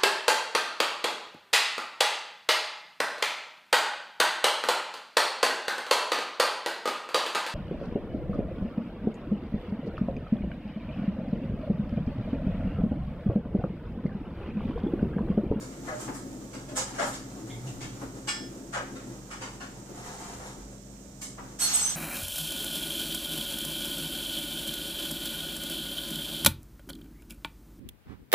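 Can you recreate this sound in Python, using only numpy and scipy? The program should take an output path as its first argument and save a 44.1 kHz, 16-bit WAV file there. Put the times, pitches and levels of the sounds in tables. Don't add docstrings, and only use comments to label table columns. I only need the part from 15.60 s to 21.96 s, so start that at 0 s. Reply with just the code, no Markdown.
import sys
import numpy as np
from scipy import signal
from scipy.fft import rfft, irfft, next_fast_len
from scipy.io import wavfile
from scipy.ndimage import uniform_filter1d

SR = 44100
rng = np.random.default_rng(int(sys.argv[2]) if len(sys.argv) > 2 else 0)


def master_out(mix):
    frames = np.transpose(np.atleast_2d(mix))
    ceiling = np.clip(frames, -1, 1)
    pcm = np.round(ceiling * 32767).astype(np.int16)
    wavfile.write(sys.argv[1], SR, pcm)


N = 280343
TIME = np.arange(N) / SR


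def amp(db):
    return 10 ** (np.asarray(db) / 20)


def unit(x):
    return x / np.sqrt(np.mean(x ** 2) + 1e-20)


def read(points, hz):
    point_hz, value = np.transpose(points)
    return np.interp(np.log(hz + 1), np.log(point_hz + 1), value)


def follow(rows):
    return amp(np.interp(TIME, *np.transpose(rows)))


def panned(db):
    return amp(np.array([[db], [-db]]) / 2)


def add(mix, start_s, sound):
    part = mix[:, max(round(start_s * SR), 0):][:, :sound.shape[1]]
    part += sound[:, :part.shape[1]]


# frequency in Hz, likeness (1 = the same).
SAME = [(50, 1), (150, 0.96), (350, 0.96), (700, 0.56), (1400, 0.078), (15000, 0.014)]
# frequency in Hz, left over right in dB.
LEAN = [(100, -2), (220, 4), (450, -1.1), (1300, 2.5), (2000, 3.5), (3300, -2), (5300, 3.5), (8000, -7.5),
        (10500, -2.5), (14000, -.5)]
RIGHT_LAG_S = .00019


def colour(pair, points, lean=LEAN):
    size = next_fast_len(pair.shape[1])
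    hz = np.fft.rfftfreq(size, 1 / SR)
    first, second = rfft(pair, size)
    same = np.clip(read(SAME, hz), -1, 1)
    mid = first * np.sqrt((1 + same) / 2)
    side = second * np.sqrt((1 - same) / 2)
    late = np.exp(-2j * np.pi * hz * RIGHT_LAG_S)
    left = amp(read(lean, hz))
    both = np.array([(mid + side) * left, (mid - side) * late]) / np.sqrt((1 + left ** 2) / 2)
    return irfft(both * amp(read(points, hz)), size)[:, :pair.shape[1]]


def noise(points, lean=LEAN):
    return unit(colour(rng.standard_normal((2, N)), points, lean))


def grains(per_s, spread_db):
    size = amp(spread_db * np.minimum(rng.exponential(1, (2, N)), 4))
    happens = rng.random((2, N)) < per_s / SR
    return unit(size * rng.choice([-1, 1], (2, N)) * happens)


def uneven(spread_db, step_s):
    return unit(amp(spread_db * np.interp(TIME / step_s, np.arange(512), rng.standard_normal(512))))


def strokes(rows, rise_s, fall_s):
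    power = 0
    for start_s, db, length_s in rows:
        rise = np.clip((TIME - start_s) / rise_s, 0, 1)
        fall = np.exp(-np.maximum(TIME - start_s - length_s, 0) / fall_s)
        power = power + (amp(db) * rise * fall) ** 2
    return np.sqrt(power)


# frequency in Hz, time to fall by 60 dB in seconds.
ROOM = [(100, 0.61), (250, 0.25), (660, 0.37), (1740, 0.4), (4600, 0.4), (8000, 0.33), (15000, 0.19)]


def walls(build_s=0.011, taps_per_s=5000, size=24576):
    taps = rng.standard_normal((2, size)) * (rng.random((2, size)) < taps_per_s / SR)
    hz, t, bands = signal.stft(taps, SR, nperseg=256)
    decay = amp(-60 * t / read(ROOM, hz)[:, None])
    tail = signal.istft(bands * decay, SR)[1][:, :size]
    tail = tail * (1 - np.exp(-np.arange(size) / SR / build_s))
    return unit(tail) / np.sqrt(size)


# time in seconds, level in dB before the common gain, thud of the pad in dB,
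# click of the claw in dB, slope of the treble above the claw pitch in dB per octave, contact time in seconds.
KNOCKS = [(0.004, -44, 8, -7.5, 5, 0.0049), (0.112, -45.5, 5.5, -9, -6, 0.019),
          (0.272, -29, 0, -17, -6, 0.023), (0.394, -41.5, -24, -7.5, 7.5, 0.02),
          (0.538, -40, -11, -14, 8.5, 0.018), (0.941, -37, 3, -8.5, -0.5, 0.006),
          (1.088, -43, 7, -6.5, 0.5, 0.014), (1.163, -26.5, -3.5, -7, 5.5, 0.014),
          (1.336, -40.5, -7, -6, -1, 0.023), (1.389, -22.5, 1.5, -12, -1.5, 0.014),
          (1.417, -24, -5, -16.5, 3.5, 0.011), (1.455, -34, -3, -20, 10, 0.027),
          (1.536, -38.5, -6, -4.5, 2.5, 0.0093), (2.075, -51.5, 5, 5, 0.5, 0.0055),
          (2.213, -39.5, 1, 1, -2.5, 0.0099), (2.682, -26.5, -15, -2, -1, 0.0072),
          (3.132, -26.5, -14, -12, 0.5, 0.015), (3.154, -26, -3.5, -12, -9, .017),
          (3.359, -42, 9, -5, -4, 0.009), (3.713, -34.5, -14, -8.5, 0, 0.009),
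          (3.819, -31.5, -1, -6.5, -2.5, 0.0077), (4.01, -36, -0.5, -7, -2, 0.0082),
          (4.787, -40.5, 5, -13.5, 2.5, 0.032), (5.623, -41, -8, -3.5, 7, 0.0047)]
# frequency in Hz, level in dB per Hz before the wood resonances.
BLOW = [(100, -12), (250, -15), (500, 5), (900, -1.5), (1400, 0), (2000, 0), (3000, 0), (4300, -1.5),
        (6000, 1), (7700, 2.5), (9500, -8), (14000, -22.5), (16000, -25)]
# frequency in Hz, width in Hz, height in dB.
WOOD = [(515, 25, 5), (612, 25, 5), (835, 90, 6), (1090, 50, 4), (1295, 70, 6), (1440, 40, 3),
        (1780, 50, 2), (2200, 120, 4), (2920, 90, 4)]


def knocks(gain_db=-10, lead_s=.015, chatter_db=-1.0, touches_per_s=1400, claw_hz=2700):
    out = np.zeros((2, N))
    t, hz = np.arange(4096) / SR, np.geomspace(60, 16000, 500)
    wood_db = read(BLOW, hz)
    for mode_hz, width_hz, height_db in WOOD:
        wood_db = wood_db + height_db / (1 + (2 * (hz - mode_hz) / width_hz) ** 2)
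    for at_s, db, thud_db, claw_db, slope_db, contact_s in KNOCKS:
        u = t / max(contact_s, .001)
        sizes = rng.choice([-1, 1], len(t)) * amp(chatter_db * rng.standard_normal(len(t)))
        touches = rng.random(len(t)) < touches_per_s / SR
        claws = sizes * touches * u * np.exp(-u ** 2)
        echoes = unit(signal.fftconvolve(claws[None], walls(), axes=1))
        hardness = read([(520, thud_db), (950, 0), (1700, 0), (claw_hz, claw_db)], hz)
        hardness = hardness + slope_db * np.log2(np.maximum(hz / claw_hz, 1))
        blow = colour(echoes, np.c_[hz, wood_db + hardness])
        add(out, at_s - lead_s, blow * amp(db + gain_db))
    return out


# start in seconds, level in dB, contact time in seconds,
# left over right in dB.
THUMPS = [(0.474, -34.5, 0.024, 0.5), (2.408, -40.5, 0.028, 2), (5.774, -39.5, 0.029, -0.5)]
# frequency in Hz, relative level in dB per Hz.
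PAD = [(120, -3), (330, -0.5), (520, -0.5), (800, 3.5), (1300, 2), (1900, -8), (2800, -15), (6000, -36),
       (12000, -39)]


def thumps(wet_db=-3):
    out, t = np.zeros((2, N)), np.arange(SR // 2) / SR
    for start_s, db, contact_s, pan_db in THUMPS:
        u = t / max(contact_s, .002)
        push = 2 * u * np.exp(-u ** 2) * unit(colour(rng.standard_normal((2, len(t))), PAD))
        echo = unit(signal.fftconvolve(push, walls(), axes=1)[:, :len(t)]) * push.std()
        add(out, start_s, amp(db) * panned(pan_db) * (push + amp(wet_db) * echo))
    return out


# start in seconds, level in dB.
LANDINGS = [(0.171, -44), (0.47, -38), (0.82, -40), (1.4, -38), (2.41, -36), (2.84, -44.5), (3.14, -51),
            (4.281, -39), (4.95, -44), (5.812, -44.5)]
# frequency in Hz, relative level in dB per Hz.
BODY = [(130, -19), (190, -6), (245, -1.5), (265, 5.5), (290, -1), (330, 0.5), (420, -11), (600, -12),
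        (1000, -42)]


def decking(rise_s=0.029, hold_s=0.027, fall_s=0.03):
    drops = [(start_s, db, hold_s) for start_s, db in LANDINGS]
    return strokes(drops, rise_s, fall_s) * noise(BODY)


# start in seconds, level in dB before the common gain,
# time before it dies away in seconds.
SCRAPES = [(0.1, -49, 0.32), (1.15, -44.5, 0.23), (1.6, -56.5, 0.91), (3.2, -58, 0.3), (4.2, -46, 0.65),
           (5.7, -55, 0.51)]
# frequency in Hz, relative level in dB per Hz.
SCRAPE = [(240, -14), (400, -0.5), (518, -1.5), (584, -25), (701, -0.5), (1060, -5), (1190, -4.5),
          (2540, -16), (4960, -16.5), (7130, -9.5), (8690, -17), (15000, -29)]
FIDGET_DB, STILL_DB = -55.5, -62.5
SETTLE_S, SETTLE_TAKES_S = 4.1, 1


def shuffle(gain_db=2):
    slips = signal.fftconvolve(grains(per_s=450, spread_db=4), walls(), axes=1)[:, :N]
    fidget = follow([(SETTLE_S, FIDGET_DB), (SETTLE_S + SETTLE_TAKES_S, STILL_DB)])
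    effort = np.hypot(fidget, strokes(SCRAPES, rise_s=0.22, fall_s=0.15))
    pressure = uneven(spread_db=-1.6, step_s=0.046)
    return amp(gain_db) * effort * pressure * unit(colour(slips, SCRAPE))


# start in seconds, pitch in Hz, level in dB, length in seconds.
SQUEAKS = [(0.307, 607, -35.5, 0.045), (1.119, 618, -45, 0.04), (1.894, 3350, -49.5, 0.036),
           (1.896, 2150, -49, 0.031)]


def squeaks(wet_db=4):
    out, t = np.zeros((2, N)), np.arange(SR // 3) / SR
    for start_s, hz, db, length_s in SQUEAKS:
        waver = .06 * unit(uniform_filter1d(rng.standard_normal(len(t)), size=70))
        cycles = np.cumsum(hz * (1 + waver)) / SR
        arch = np.sin(np.pi * np.minimum(t / length_s, 1))
        tone = arch * np.sin(2 * np.pi * cycles)
        echo = unit(signal.fftconvolve(tone[None], walls(), axes=1)[:, :len(t)]) * tone.std()
        add(out, start_s, amp(db) * (tone + amp(wet_db) * echo))
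    return out


def ring(modes, strike_s, wet_db, free_s=1, damp_s=0.0031):
    t = np.arange(SR // 2) / SR
    swell = np.minimum(t / max(strike_s, .001), 1) * np.exp(-np.maximum(t - free_s, 0) / damp_s)
    out = 0
    for hz, db, t60_s, pan_db in modes:
        phase = rng.random() + rng.random((2, 1)) / np.pi
        direct = swell * amp(-60 * t / t60_s) * np.sin(2 * np.pi * (hz * t + phase))
        echo = unit(signal.fftconvolve(direct, walls(), axes=1)[:, :len(t)]) * direct.std()
        out = out + amp(db) * panned(pan_db) * (direct + amp(wet_db) * echo)
    return out


# start in seconds, level in dB.
CLANKS = [(2.683, -37), (3.711, -58), (5.617, -57)]
# frequency in Hz, relative level in dB, time to fall by 60 dB in seconds,
# left over right in dB.
FITTING = [(1163, -4, .3, 2), (1771, -2, .55, 2), (2250, 6, .18, 3), (2455, 1, .2, 0), (2780, 3, .16, -1),
           (3327, 0, .58, -1), (3957, -13, .39, 0), (4490, -13, .42, 0), (5122, -1, .85, 1),
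           (6481, -6, .25, -2), (7590, 2, .23, -6), (7730, 0, .28, -6)]


def fitting():
    out = np.zeros((2, N))
    for start_s, db in CLANKS:
        add(out, start_s, amp(db) * ring(FITTING, strike_s=.004, wet_db=-10.5, free_s=0.2))
    return out


PIECES = {"long": [(4333, 0, .55, 0), (11104, -7, .6, -3), (5697, -15, .5, 0), (12634, -15, .6, -3)],
          "thin": [(8082, 0, .26, -7), (12620, -24, .35, -3), (14460, -29, .45, 0)],
          "flat": [(6189, 0, .42, 1), (6050, -8, .35, 1), (9915, -18, .5, -4), (11112, -18, .4, -3)],
          "short": [(6583, 0, .4, -3), (7053, -8, .35, 0), (12590, -11, .3, -3), (9915, -13, .4, -4)],
          "small": [(5405, -5, .4, 0), (6950, 0, .4, 0), (8150, -2, .4, 0), (10050, -9, .4, 0),
          (11800, -11, .4, 0)]}
# start in seconds, piece, level in dB, time of rubbing contact in seconds,
# time until a neighbour damps it in seconds.
CLINKS = [(0.0, "small", -55.5, 0.0013, .2), (0.39, "small", -54, .02, 0.18),
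          (0.535, "small", -61, .015, .2), (1.165, "small", -57, 0.011, .2), (1.44, "small", -41, 0.03, .3),
          (5.992, "thin", -16.5, 0.041, 0.11), (6.009, "long", -24.5, 0.016, 0.058),
          (6.011, "flat", -29, 0.0098, .2), (6.078, "short", -34, 0.0078, 0.086),
          (6.132, "thin", -11, 0.025, 0.031), (6.134, "short", -29.5, 0.0066, 0.079),
          (6.184, "short", -36, .01, .2), (6.174, "long", -36.5, 0.01, 0.029),
          (6.195, "thin", -17, 0.03, 0.044), (6.223, "flat", -24.5, 0.016, 0.095),
          (6.287, "thin", -27.5, 0.013, 0.042)]
# start in seconds, level in dB before the slide gain,
# time kept moving in seconds.
SHAKES = [(5.985, -25, 0.041), (6.045, -28.5, 0.14), (6.17, -32.5, .13)]
# frequency in Hz, relative level in dB per Hz.
SLIDE_COLOUR = [(200, -43), (600, -14), (1300, -9.5), (2200, -13), (3200, -9), (4600, -12.5), (5700, -5),
                (7000, -5.5), (8500, -7), (10000, -19), (12500, -11), (13200, -37)]


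def jangle(slide_db=-1.5, direct_db=-3):
    out = np.zeros((2, N))
    for start_s, piece, db, contact_s, free_s in CLINKS:
        add(out, start_s, amp(db) * ring(PIECES[piece], contact_s, wet_db=-1.5, free_s=free_s))
    slips = grains(per_s=2500, spread_db=2.0) * strokes(SHAKES, rise_s=0.02, fall_s=0.02)
    heard = amp(direct_db) * slips + signal.fftconvolve(slips, walls(), axes=1)[:, :N]
    slide = slips.std() * unit(colour(heard, SLIDE_COLOUR))
    return out + amp(slide_db) * slide


# start in seconds, level in dB at the peak
BUMPS = [(2.42, -52), (3.89, -53), (4.51, -53), (4.75, -48), (4.98, -38), (5.22, -61), (5.47, -54),
         (5.68, -55)]


def handling(swell_s=0.02):
    push = np.zeros(N)
    for start_s, db in BUMPS:
        u = np.maximum(TIME - start_s, 0) / swell_s
        push += amp(db) * u * np.exp(1 - u)
    low = noise([(15, -45), (25, -18), (37, -12), (55, 14), (75, 2), (130, -43), (400, -62)])
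    return (push + amp(-65)) * low


# frequency in Hz, level in dB (rms).
HUM = [(50, -55), (150, -68), (174.9, -61), (199.9, -53), (264, -62), (615, -84)]
# time in seconds, level in dB.
RUMBLE = [(0, -43), (1.7, -45), (3.5, -44.5), (3.7, -50), (4.3, -48), (5.25, -55), (6.36, -52.5)]
# frequency in Hz, relative level in dB per Hz.
BOOM = [(70, -21), (100, -16.5), (118, 3), (128, 3.5), (140, -4.5), (165, -15), (250, -48.5)]
BOOM_DB, BOOM_FOLLOWS = -50, 0.52
SWELL_AT_S, SWELL_WIDTH_S, SWELL_DB = 2.17, 0.29, 10
# frequency in Hz, relative level in dB per Hz.
HISS = [(200, -15), (400, -3), (600, -1), (850, -22.5), (1300, -17), (2400, -20.5), (4600, -19),
        (5800, -10.3), (7000, -9.5), (8200, -10.5), (9400, -24.5), (15500, -25.5)]
# frequency in Hz, left over right in dB.
HISS_LEAN = [(400, 0.5), (2000, 0.5), (3900, 1.5), (5500, -18), (8100, -23), (10500, -1), (14000, 0)]


def background(hiss_db=-53):
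    hum = 0
    for hz, db in HUM:
        hum = hum + amp(db) * np.sqrt(2) * np.sin(2 * np.pi * (hz * TIME + rng.random()))
    level = follow(RUMBLE)
    swell = np.exp(-((TIME - SWELL_AT_S) / SWELL_WIDTH_S) ** 2)
    boom = amp(BOOM_DB + SWELL_DB * swell) * unit(level) ** BOOM_FOLLOWS * noise(BOOM)
    rumble = level * uneven(spread_db=2, step_s=.06) * noise(BODY)
    return hum + rumble + boom + amp(hiss_db) * noise(HISS, HISS_LEAN)


def scene():
    dog = knocks() + thumps() + decking() + shuffle() + squeaks()
    metal = fitting() + jangle()
    return dog + metal + handling() + background()


EDGE_HZ = 15550


def record(dry):
    low_pass = signal.firwin(511, EDGE_HZ, window=("kaiser", 9), fs=SR)
    return signal.oaconvolve(dry, low_pass[None], "same")


dry = scene()
out = record(dry)
master_out(out)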